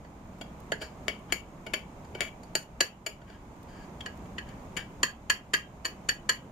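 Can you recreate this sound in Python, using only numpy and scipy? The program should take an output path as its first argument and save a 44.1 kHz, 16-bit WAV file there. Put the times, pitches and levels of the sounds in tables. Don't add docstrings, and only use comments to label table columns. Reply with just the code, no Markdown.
import sys
import numpy as np
from scipy import signal
from scipy.fft import rfft, irfft
from scipy.io import wavfile
from scipy.ndimage import uniform_filter1d

SR = 44100
rng = np.random.default_rng(int(sys.argv[2]) if len(sys.argv) > 2 else 0)


def output_pcm(signal):
    pcm = np.clip(np.atleast_2d(signal).T, -1, 1) * 32767
    wavfile.write(sys.argv[1], SR, np.round(pcm).astype(np.int16))


def gain_from_db(level_db):
    decades = np.asarray(level_db, float) / 20
    return 10 ** decades


N = 287091
LEAD_S = 0.008


# (time [s], peak level [dB], place [0 centre - 1 rim], sharpness [dB], chatter [ms])
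CUTS = [(0.7203, -20.5, 0.86, -11, 2.6), (0.817, -25.5, .1, -8.5, 12), (1.0822, -16, -0.0085, -12.5, 1.05),
        (1.3239, -11.5, 0.019, -8, 3.5), (1.7375, -14.5, 0.11, -11, 6.1),
        (2.2073, -13.5, 0.033, -10.5, 0.5), (2.5535, -18, 0.72, 2.5, 2.7), (2.807, -10, 0.75, -0.5, 5),
        (3.0646, -18.5, 0.15, -3.5, 6.2), (4.769, -20.5, 0.033, -11, 8.5), (5.0325, -11, 0.82, -6, 2.2),
        (5.3003, -8.5, 0.98, -5.5, 5.6), (5.538, -7, 0.96, -7.5, 7.8), (5.8517, -18.5, 0.99, -2, 11.3),
        (6.0901, -13, 0.98, -3, 6.5), (6.2932, -9, 0.87, -4, 5.9)]
# (time [s], peak level [dB], place [0 centre - 1 rim], sharpness [dB], blade ping [dB])
TOUCHES = [(0.0478, -52, 1.2, -11, -15), (0.413, -36, 0, -6.5, 3.5), (1.49, -63, 0.15, -15, -17),
           (1.6662, -29, 0, -13.5, -27), (2.0477, -53.5, 0.03, -2.5, -14), (2.15, -29.5, 0, -15, -23),
           (2.4334, -52.5, 0, 5, -25), (3.217, -46, 0.72, -16, -35.5), (3.3, -47, 0.84, -6, -5),
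           (4.0074, -41, 0.25, -5, 10), (4.061, -27.5, 0.94, -10, -25), (4.2565, -51.5, 0, -12, -31),
           (4.383, -24.5, 0.58, -15.5, -24), (4.489, -44, 0.35, -7, -15), (4.5944, -60, 0.58, -4, -13)]
CUT_PING_DB, CUT_EDGE_DB = -17, -1.5
TOUCH_CHATTER_MS, TOUCH_EDGE_DB = 6, -5


def played():
    cuts = [(*row, CUT_PING_DB, CUT_EDGE_DB) for row in CUTS]
    touches = [(*row[:4], TOUCH_CHATTER_MS, row[4], TOUCH_EDGE_DB) for row in TOUCHES]
    return np.transpose(sorted(cuts + touches))


def contacts(chatter_ms, slide_db=-22, slide_s=0.039):
    t = np.arange(4096) / SR - LEAD_S
    chatter = np.clip(chatter_ms[:, None], 0.2, 12) / 1000
    landing = 0.00069 + 0.2 * chatter
    crunch = np.clip((t + 1.72 * landing) / 0.00037, 0.12, 1)
    before = np.exp(t / landing) * crunch
    after = np.exp(-(t / chatter) ** 2) + gain_from_db(slide_db) * np.exp(-t / slide_s)
    grit = rng.standard_normal((len(chatter), len(t)))
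    return np.where(t < 0, before, after) * grit * np.abs(grit)


def ring(force, hz, t60):
    r = gain_from_db(-60 / (max(t60, 0.005) * SR))
    w = 2 * np.pi * hz / SR
    return signal.lfilter([0, np.sin(w)], [1, -2 * r * np.cos(w), r * r], force + 1e-18)


def pair(force, hz, t60, spread, mix=0.48):
    low = ring(force, hz - spread / 2, t60)
    high = ring(force, hz + spread / 2, t60)
    return np.array([low + mix * high, high - mix * low * np.clip(hz / 700 - 2, -1, 1)])


def scaled(rows, levels_db):
    size = np.sqrt(np.sum(rows ** 2, axis=(0, 2)) / 100)
    return rows * (gain_from_db(levels_db) / size)[:, None]


THUD_MODES = [(402, -6.5, 0.082, 50), (466, -6.5, 0.0099, 51), (649, -1.5, 0.034, 13),
              (814, -11, 0.046, 120), (1470, -6, 0.047, 39)]
RIM_MODES = [(1026, -8.5, .025, 28), (1641, 13.5, 0.087, 35.4), (1767, 10, 0.07, 24),
             (1922, 8.5, 0.046, 42)]
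CENTRE_MODES = [(2296, -1.7, .07, 25)]
BODY_MODES = [(2463, -14, 0.02, 160), (2880, -7.5, 0.018, 180), (3077, -7, 0.025, 150),
              (3580, -19, 0.015, 200)]
BRIGHT_MODES = [(5265, -8, 0.0034, 260), (6250, -11, 0.02, 510), (6923, -0.5, 0.018, 114)]
SHOULDER_MODES = [(4480, 1, 0.02, 122), (4623, -7.5, 0.043, 57)]
WELL_MODES = [(4767, -4, 0.022, 113), (10910, -2.5, 0.0051, 360)]
PING_MODES = [(3260, 0, 0.045, 70)]
EDGE_MODES = [(8900, -20, .015, 200), (9300, -12, .015, 250), (9800, -17, .015, 200),
              (12000, -20, .015, 200), (12400, -17, .02, 200), (13850, -18, .02, 200),
              (14250, -21, .015, 200)]
# (low edge [Hz], high edge [Hz])
RIM_GAP_HZ = [1230, 1570]
TURN_S = 3.75


def rim_lobes(sound):
    sound = signal.sosfilt(signal.butter(3, 1150, "high", fs=SR, output="sos"), sound)
    sound = signal.sosfilt(signal.butter(2, RIM_GAP_HZ, "stop", fs=SR, output="sos"), sound)
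    return np.array([gain_from_db(-2.5) * np.roll(sound[0], 6, axis=-1), gain_from_db(2.5) * sound[1]])


def blows():
    s, peak, spot, sharp, chatter, ping, edge = played()
    thud = np.minimum(-22 + 0.28 * peak + 6.5 * spot, peak + 3) - 17 * (s > TURN_S)
    bright = peak + sharp
    families = [(THUD_MODES, thud), (RIM_MODES, peak - 24 + 13 * spot),
                (CENTRE_MODES, peak - 6.5 - 28 * spot), (BODY_MODES, peak),
                (BRIGHT_MODES, bright), (SHOULDER_MODES, bright - 3 * (1 - spot)),
                (WELL_MODES, bright - 21 * spot), (PING_MODES, peak + ping), (EDGE_MODES, bright + edge)]
    force = contacts(chatter)
    dull = signal.sosfilt(signal.butter(4, 7600, fs=SR, output="sos"), force)
    place = rng.standard_normal((len(s), 30))
    out, k = 0, 0
    for modes, family_db in families:
        sound = 0
        for hz, db, t60, spread in modes:
            rows = pair(force if hz > 8000 else dull, hz, t60, spread)
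            sound = sound + scaled(rows, family_db + db + 1.5 * place[:, k])
            k += 1
        if modes is RIM_MODES:
            sound = rim_lobes(sound)
        out = out + sound
    out = out + scaled(np.array([dull, dull]), peak - 21)
    out = signal.sosfilt(signal.butter(4, [290, 14300], "band", fs=SR, output="sos"), out)
    pan_db = -2 * spot
    return out * gain_from_db(np.array([pan_db, -pan_db]) / 2)[..., None]


def lay(rows):
    out = np.zeros((2, N + rows.shape[-1]))
    for k, s in enumerate(played()[0]):
        at = round((s - LEAD_S) * SR)
        out[:, at:at + rows.shape[-1]] += rows[:, k]
    return out[:, :N]


def rub_stroke(start, length, db):
    t = np.arange(N) / SR
    swell_db, fall_db = 1100 * (start - t), 350 * (t - start - length)
    return gain_from_db(db - np.maximum(0, np.maximum(swell_db, fall_db)))


# (start [s], length [s], level [dB], brightness [dB])
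RUBS = [
    (3.28, 0.068, -65.5, -8),
    (3.69, 0.15, -70.5, -0.5),
    (0.816, 0.021, -55, 6),
    (1.301, 0.028, -58.5, -11),
    (2.19, 0.027, -62, -10),
    (4.463, 0.053, -68, -11),
    (4.782, 0.018, -50, -7),
]


def rubbing(damping=0.75):
    grit = rng.standard_normal(N) * gain_from_db(-11.5)
    low = grit * sum(rub_stroke(start, length, db) for start, length, db, bright in RUBS)
    high = grit * sum(rub_stroke(start, length, db + bright) for start, length, db, bright in RUBS)
    groups = [(low, RIM_MODES, -17.0), (low, CENTRE_MODES, -9.0), (low, BODY_MODES, 3.0),
              (high, BRIGHT_MODES, -6.0), (high, SHOULDER_MODES, -5.0), (high, WELL_MODES[:1], -1.5)]
    out = 0
    for friction, modes, group_db in groups:
        for hz, db, t60, spread in modes:
            out = out + gain_from_db(db + group_db) * pair(friction, hz, damping * t60, spread)
    return out


# (time [s], peak level [dB])
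TICKS = [(0.3282, -52), (0.385, -47), (0.6005, -40), (1.1894, -44), (1.5644, -59), (1.9594, -59),
         (2.3894, -57), (3.3294, -60), (3.4494, -59), (3.5594, -52), (3.629, -39), (4.172, -42),
         (4.6294, -51)]


def ticks(length_s=0.0034):
    t = np.arange(N) / SR
    shape = sum(gain_from_db(db - 14.0) * np.exp(-((t - s - length_s) / length_s) ** 2) for s, db in TICKS)
    treble = signal.butter(1, 2500, "high", fs=SR, output="sos")
    return shape * signal.sosfilt(treble, rng.standard_normal((2, N)))


def at_hz(points, hz):
    table_hz, values = np.transpose(points)
    return np.interp(np.log(hz + 1), np.log(table_hz), values)


# (frequency [Hz], left-right likeness [0-1])
LIKENESS = [(60, 0.95), (130, 1), (290, 0.96), (640, 0.87), (1410, 0), (3100, 0), (6820, 0.04),
            (15000, 0.02)]


def diffuse(noise):
    alike = np.clip(at_hz(LIKENESS, np.fft.rfftfreq(noise.shape[-1], 1 / SR)), 0, 1)
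    mid, side = rfft(noise)
    shared, apart = np.sqrt(1 + alike) * mid, np.sqrt(1 - alike) * side
    return np.array([shared + apart, shared - apart])


# (frequency [Hz], T60 [s])
KITCHEN_T60 = [(200, 0.26), (1500, 0.25), (5000, 0.19), (9000, 0.097), (14000, .24)]


def kitchen(count):
    t = np.arange(12288) / SR
    noise = irfft(diffuse(rng.standard_normal((2, count, len(t)))), len(t))
    edges = np.geomspace(150, 17000, 7)
    echo = 0
    for low, high in zip(edges, edges[1:]):
        band = signal.sosfilt(signal.butter(2, [low, high], "band", fs=SR, output="sos"), noise)
        echo = echo + band * gain_from_db(-60 * t / at_hz(KITCHEN_T60, np.sqrt(low * high)))
    echo = echo * np.clip((t - 0.002) / 0.003, 0, 1)
    return echo / np.sqrt(np.sum(echo ** 2, axis=-1, keepdims=True))


# (time [s], level [dB])
FAN_LEVEL = [(0, -49), (1, -43), (2, -43), (3, -46), (4, -44.5), (5, -44.5), (6, -43), (6.6, -43)]
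# (frequency [Hz], density [dB per Hz])
FAN = [(12, -73), (20, -2), (49, -4), (143, -3.5), (217, -3.5), (477, -14), (580, -12), (989, -14.5),
       (1780, -26.5), (2230, -27.5), (4630, -39), (6850, -37.5), (11000, -44), (14600, -42.5), (16400, -83)]
# (frequency [Hz], width [Hz], level [dB])
FAN_PEAKS = [(60.2, 9.7, 5.5), (185.6, 29, 2.5), (6670, 233, 6), (11300, 170, 6.5), (15300, 500, -9)]


def fan():
    hz = np.fft.rfftfreq(N, 1 / SR)
    db = at_hz(FAN, hz) + sum(top * np.exp(-((hz - mid) / width) ** 2) for mid, width, top in FAN_PEAKS)
    air = irfft(diffuse(rng.standard_normal((2, N))) * gain_from_db(db), N)
    air = air / np.sqrt(np.mean(air ** 2) + 1e-20)
    s, level_db = np.transpose(FAN_LEVEL)
    return air * gain_from_db(np.interp(np.arange(N) / SR, s, level_db, left=-200, right=-200))


def scene():
    strikes, rub = blows(), rubbing()
    echo = gain_from_db(-7.0) * kitchen(count=len(CUTS + TOUCHES))
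    wet = lay(signal.fftconvolve(strikes, echo, axes=-1))
    wet = wet + signal.fftconvolve(rub, echo[:, 0], axes=-1)[:, :N]
    return lay(strikes) + rub + wet + fan() + ticks()


def band_limit(x):
    return signal.sosfilt(signal.butter(12, 16510, fs=SR, output="sos"), x)


# (frequency [Hz], width [Hz], level [dB])
MIC_NOTCHES = [(8250, 350, -6.0), (10950, 650, -15.0), (13300, 300, -6.0)]
# (frequency [Hz], left-right difference [dB])
TILT = [(100, 1.5), (350, -1.5), (900, -9), (1300, -4.5), (2250, 10), (3000, 0.5), (5500, -6), (6500, 10),
        (7700, -13), (9200, 8), (11000, -3.5), (12500, 3), (15000, -2.5)]


def record(dry, knee_db=-36, share=0.28, release_db_s=6.5, attack_s=0.014, late_s=0.01):
    hz = np.fft.rfftfreq(N, 1 / SR)
    colour_db = sum(db * np.exp(-((hz - mid) / width) ** 2) for mid, width, db in MIC_NOTCHES)
    shade = gain_from_db(colour_db + np.array([[1], [-1]]) * at_hz(TILT, hz) / 2)
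    x = irfft(rfft(dry) * shade, N)
    x = signal.sosfilt(signal.butter(14, 15000, fs=SR, output="sos"), x)
    power = uniform_filter1d(np.mean(x ** 2, axis=0), size=256, origin=127)
    cut = share * np.maximum(10 * np.log10(power + 1e-12) - knee_db, 0)
    t = np.arange(N) / SR
    cut = np.maximum.accumulate(cut + release_db_s * t) - release_db_s * t
    r = np.exp(-1 / (attack_s * SR))
    cut = np.interp(t - late_s, t, signal.lfilter([1 - r], [1, -r], cut))
    mix = 0.62 * np.tanh(x * gain_from_db(-cut) / 0.62)
    return band_limit(mix)


dry = scene()
out = record(dry)
output_pcm(out)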